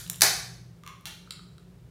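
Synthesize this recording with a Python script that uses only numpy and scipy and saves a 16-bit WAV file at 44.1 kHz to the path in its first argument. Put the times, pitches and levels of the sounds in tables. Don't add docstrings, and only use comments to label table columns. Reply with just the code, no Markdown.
import sys
import numpy as np
from scipy import signal
from scipy.fft import rfft, irfft
from scipy.io import wavfile

SR = 44100
rng = np.random.default_rng(int(sys.argv[2]) if len(sys.argv) > 2 else 0)


def generate_wav(signal):
    frames = np.transpose(np.atleast_2d(signal))
    scaled = np.clip(frames, -1, 1) * 32767
    pcm = np.round(scaled).astype(np.int16)
    wavfile.write(sys.argv[1], SR, pcm)


def ratio(d):
    e = np.asarray(d, float) / 20
    return 10 ** e


N = 83790
LEAD = SR // 4
SPAN = 4096

# pitch_hz, density_db (per Hz)
AIR_SPECTRUM = [(25, -43), (45, -22), (60, -16), (165, -12), (216, -27), (400, -26), (800, -36),
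                (15700, -54)]
# pitch_hz, width_hz, level_db
COOLER_LINES = [(57, 10, -63), (88, 20, -66), (119, 10, -56), (150, 25, -62), (173, 16, -56),
                (380, 60, -71)]
# time_s, level_db
COOLER_LOAD = [(0, 6), (.45, 5), (.8, -1), (1.9, 1)]
# pitch_hz, t60_s
ROOM_T60 = [(300, .5), (1000, .56), (2500, .56), (5000, .56), (8000, .48), (12000, .4), (16000, .32)]
# pitch_hz, level_db
ROOM_COLOUR = [(300, -1), (800, 0), (1600, -2), (3000, -1), (5000, 2), (8000, 3), (12000, 3), (16000, 3)]
# pitch_hz, width_hz, level_db
EARLIER_COLOUR = [(1700, 1200, -3), (3200, 1500, -4), (4300, 2000, -1), (6500, 3000, 0), (9500, 4000, 1),
                  (13500, 5000, 1)]
# start_s, level_db, burst_s
NAIL_TAPS = [
    (.064, -38, .002),
    (.1435, -35, .002),
]
# pitch_hz, width_hz, level_db
NAIL_MODES = [(3000, 700, 0), (3900, 600, 0)]
# start_s, level_db, burst_s
SCORE_TICKS = [
    (.0755, -36, .004),
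    (.0984, -12, .0036),
    (.1313, -28, .003),
    (.158, -33, .004),
    (.202, -35, .004),
    (.105, -32, .008),
    (.183, -40, .006),
]
# pitch_hz, width_hz, level_db
CLOSED_LID_MODES = [(1900, 900, -17), (3820, 800, -8), (5600, 800, -7), (7190, 800, 0), (8660, 800, -2),
                    (10200, 1000, -2), (12200, 900, -2), (14000, 1500, -8)]
# start_s, level_db, burst_s
LID_TEARS = [
    (.2087, -8.5, .003),
    (.2177, -2, .0022),
    (.2192, 2.5, .0032),
    (.2212, -4, .002),
]
# pitch_hz, width_hz, level_db
TORN_LID_MODES = [(1750, 700, -3), (2300, 800, -7), (3920, 700, -2), (4550, 800, 1), (5300, 800, -3),
                  (5950, 700, 1), (6500, 700, -1), (7500, 1100, -2), (8660, 900, -4), (9750, 700, 0),
                  (10400, 900, -2), (12300, 1500, -2), (14000, 2500, -7)]
# start_s, level_db, burst_s
GAS_BURSTS = [
    (.2203, -9, .0015),
]
# pitch_hz, width_hz, level_db
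CAN_MODES = [(400, 200, -9), (790, 300, 2), (1750, 600, 1), (2300, 700, -7), (3400, 800, -5),
             (4500, 1400, 1), (6000, 1500, -2)]
# start_s, level_db, burst_s
TAB_BENDS = [
    (.8357, -37, .002),
    (.8636, -36, .002),
    (.8757, -30, .002),
    (.885, -42, .002),
]
# pitch_hz, width_hz, level_db
TAB_MODES = [(1080, 80, 7), (1190, 100, 11), (1550, 400, -6), (2150, 500, -3), (2800, 700, -6),
             (3360, 500, -4), (4100, 600, -8), (5800, 1200, -10), (7050, 700, -11), (8910, 600, -13),
             (9920, 600, -14), (12000, 1200, -20), (14400, 1500, -19)]
# start_s, level_db, burst_s
FOAM_BURSTS = [
    (1.0095, -50, .002),
    (1.3355, -46, .002),
]
# pitch_hz, width_hz, level_db
FOAM_MODES = [(10200, 1200, 0), (13000, 2500, -2)]
# start_s, level_db, burst_s
ICE_SNAPS = [
    (1.0555, -21, .0013),
    (1.0568, -31, .012),
]
# pitch_hz, width_hz, level_db
ICE_MODES = [(800, 300, -11), (1400, 500, -9), (2000, 800, -7), (3000, 1200, 2), (4100, 1500, 0),
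             (6000, 1800, -4), (9500, 3500, -9), (13500, 5000, -11)]
# start_s, level_db, burst_s
MOUTH_POPS = [
    (1.274, -45, .003),
    (1.3925, -44, .006),
    (1.5813, -51, .003),
]
# pitch_hz, width_hz, level_db
MOUTH_MODES = [(1280, 250, 0), (1420, 200, -3)]
# start_s, level_db, burst_s
TAB_FLICKS = [
    (1.3073, -22.5, .0033),
    (1.5813, -44, .002),
    (1.316, -34, .003),
    (1.322, -34, .003),
]
# pitch_hz, width_hz, level_db
FLICK_MODES = [(1320, 300, -8), (2150, 500, -10), (2680, 300, -9), (3220, 350, -3), (3960, 500, 3),
               (4400, 400, -2), (4900, 500, -7), (5500, 500, -11), (7240, 600, -8), (7900, 700, -8),
               (9080, 1000, -8), (11500, 3000, -20)]


def ring(x, hz, width):
    return signal.lfilter(*signal.iirpeak(hz, hz / width, fs=SR), x)


def table(rows, hz):
    at, value = np.array(rows, float).T
    return np.interp(np.log(np.maximum(hz, 1)), np.log(at), value)


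def body(modes, open_db):
    hz = np.fft.rfftfreq(SPAN, 1 / SR)
    power = ratio(open_db) ** 2 * hz ** 4 / (1000 ** 4 + hz ** 4) + 1e-9
    for f, width, db in modes:
        resonance = (hz * width) ** 2 / ((f ** 2 - hz ** 2) ** 2 + (hz * width) ** 2)
        power = power + ratio(db) ** 2 * resonance ** 2
    cepstrum = irfft(np.log(power) / 2, SPAN)
    cepstrum[1:SPAN // 2] *= 2
    return np.exp(rfft(cepstrum[:SPAN // 2 + 1], SPAN))


def clicks(events, modes, open_db=-20, wet_db=0):
    attack_s = .00015
    out = np.zeros((2, N + LEAD + SPAN))
    t = np.arange(SPAN) / SR
    colour = body(modes, open_db)
    paths = np.array([[1], [ratio(wet_db)]])
    for start_s, level_db, burst_s in events:
        push = rng.standard_normal(SPAN)
        shape = np.exp(-(t / burst_s) ** 2) * np.minimum(t / attack_s, 1)
        for _ in range(2):
            phase = np.angle(rfft(push * shape))
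            push = irfft(np.exp(1j * phase), SPAN)
        y = irfft(rfft(push * shape) * colour, SPAN)
        i = int(start_s * SR) + LEAD
        out[:, i:i + SPAN] += y * ratio(level_db) / np.abs(y).max() * paths
    return out[:, :N + LEAD]


def room_noise():
    hz = np.fft.rfftfreq(N, 1 / SR)
    air = rfft(rng.standard_normal(N)) * ratio(table(AIR_SPECTRUM, hz))
    high = irfft(air * (hz > 220), N)
    return irfft(air, N) * ratio(-63) / high.std()


def cooler_hum():
    hum = 0
    for f, width, db in COOLER_LINES:
        line = ring(rng.standard_normal(N + LEAD), f, width)
        line = ring(line, f, width)[LEAD:]
        hum = hum + ratio(db) * line / line.std()
    load_db = np.interp(np.arange(N) / SR, *np.array(COOLER_LOAD, float).T)
    return hum * ratio(load_db)


def room():
    table_s, table_db, build_s = .002, -4.5, .012
    wall_s, wall_db, wall_fade_s = .013, 4, .005
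    t, h = np.arange(SR) / SR, 0
    for hz in 200 * 2 ** np.arange(0, 6.5, 1 / 3):
        fade = ratio(table(ROOM_COLOUR, hz) - 60 * t / table(ROOM_T60, hz))
        h = h + fade * ring(rng.standard_normal(SR), hz, hz / 3) / np.sqrt(hz)
    rise = ratio(table_db) + (1 - ratio(table_db)) * np.minimum(t / build_s, 1) ** 2
    wall_fade = np.exp(-np.abs(t - wall_s) / wall_fade_s)
    wall = 1 + (t > wall_s) * (ratio(wall_db) - 1) * wall_fade
    h = h * rise * wall * (t > table_s)
    return h / np.sqrt(np.sum(h ** 2))


def earlier_tear():
    return clicks([(-.08, -8, .003)], EARLIER_COLOUR)[1]


def nail():
    return clicks(NAIL_TAPS, NAIL_MODES, open_db=-26, wet_db=-3)


def score_ticks():
    return clicks(SCORE_TICKS, CLOSED_LID_MODES, open_db=-15, wet_db=-6)


def lid_tears():
    return clicks(LID_TEARS, TORN_LID_MODES, open_db=-12, wet_db=1.5)


def gas_burst():
    return clicks(GAS_BURSTS, CAN_MODES, wet_db=8)


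def tab_bends():
    return clicks(TAB_BENDS, TAB_MODES, open_db=-26, wet_db=-1.5)


def foam():
    return clicks(FOAM_BURSTS, FOAM_MODES, open_db=-30, wet_db=-4)


def ice_snaps():
    return clicks(ICE_SNAPS, ICE_MODES, open_db=-14, wet_db=4)


def mouth_pops():
    return clicks(MOUTH_POPS, MOUTH_MODES, open_db=-40, wet_db=-7)


def tab_flicks():
    return clicks(TAB_FLICKS, FLICK_MODES, open_db=-30, wet_db=-3)


def scene():
    lid, lid_send = score_ticks() + lid_tears()
    wall, wall_send = gas_burst()
    rest, rest_send = nail() + tab_bends() + ice_snaps() + tab_flicks() + mouth_pops() + foam()
    echo = signal.fftconvolve(lid_send + rest_send + earlier_tear(), room())
    quiet = room_noise() + cooler_hum()
    wall_echo = signal.fftconvolve(wall_send, room())
    events = lid + wall + rest + (echo + wall_echo)[:N + LEAD]
    mono = events[LEAD:] + quiet
    return np.array([mono, mono])


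def roll_off(x):
    return signal.sosfilt(signal.butter(12, 15850, fs=SR, output="sos"), x)


def record(dry):
    top_hz = 15800
    low_pass = signal.ellip(8, .2, 60, top_hz, fs=SR, output="sos")
    x = signal.sosfilt(low_pass, dry)
    return roll_off(np.clip(x, -1, 1))


dry = scene()
out = record(dry)
generate_wav(out)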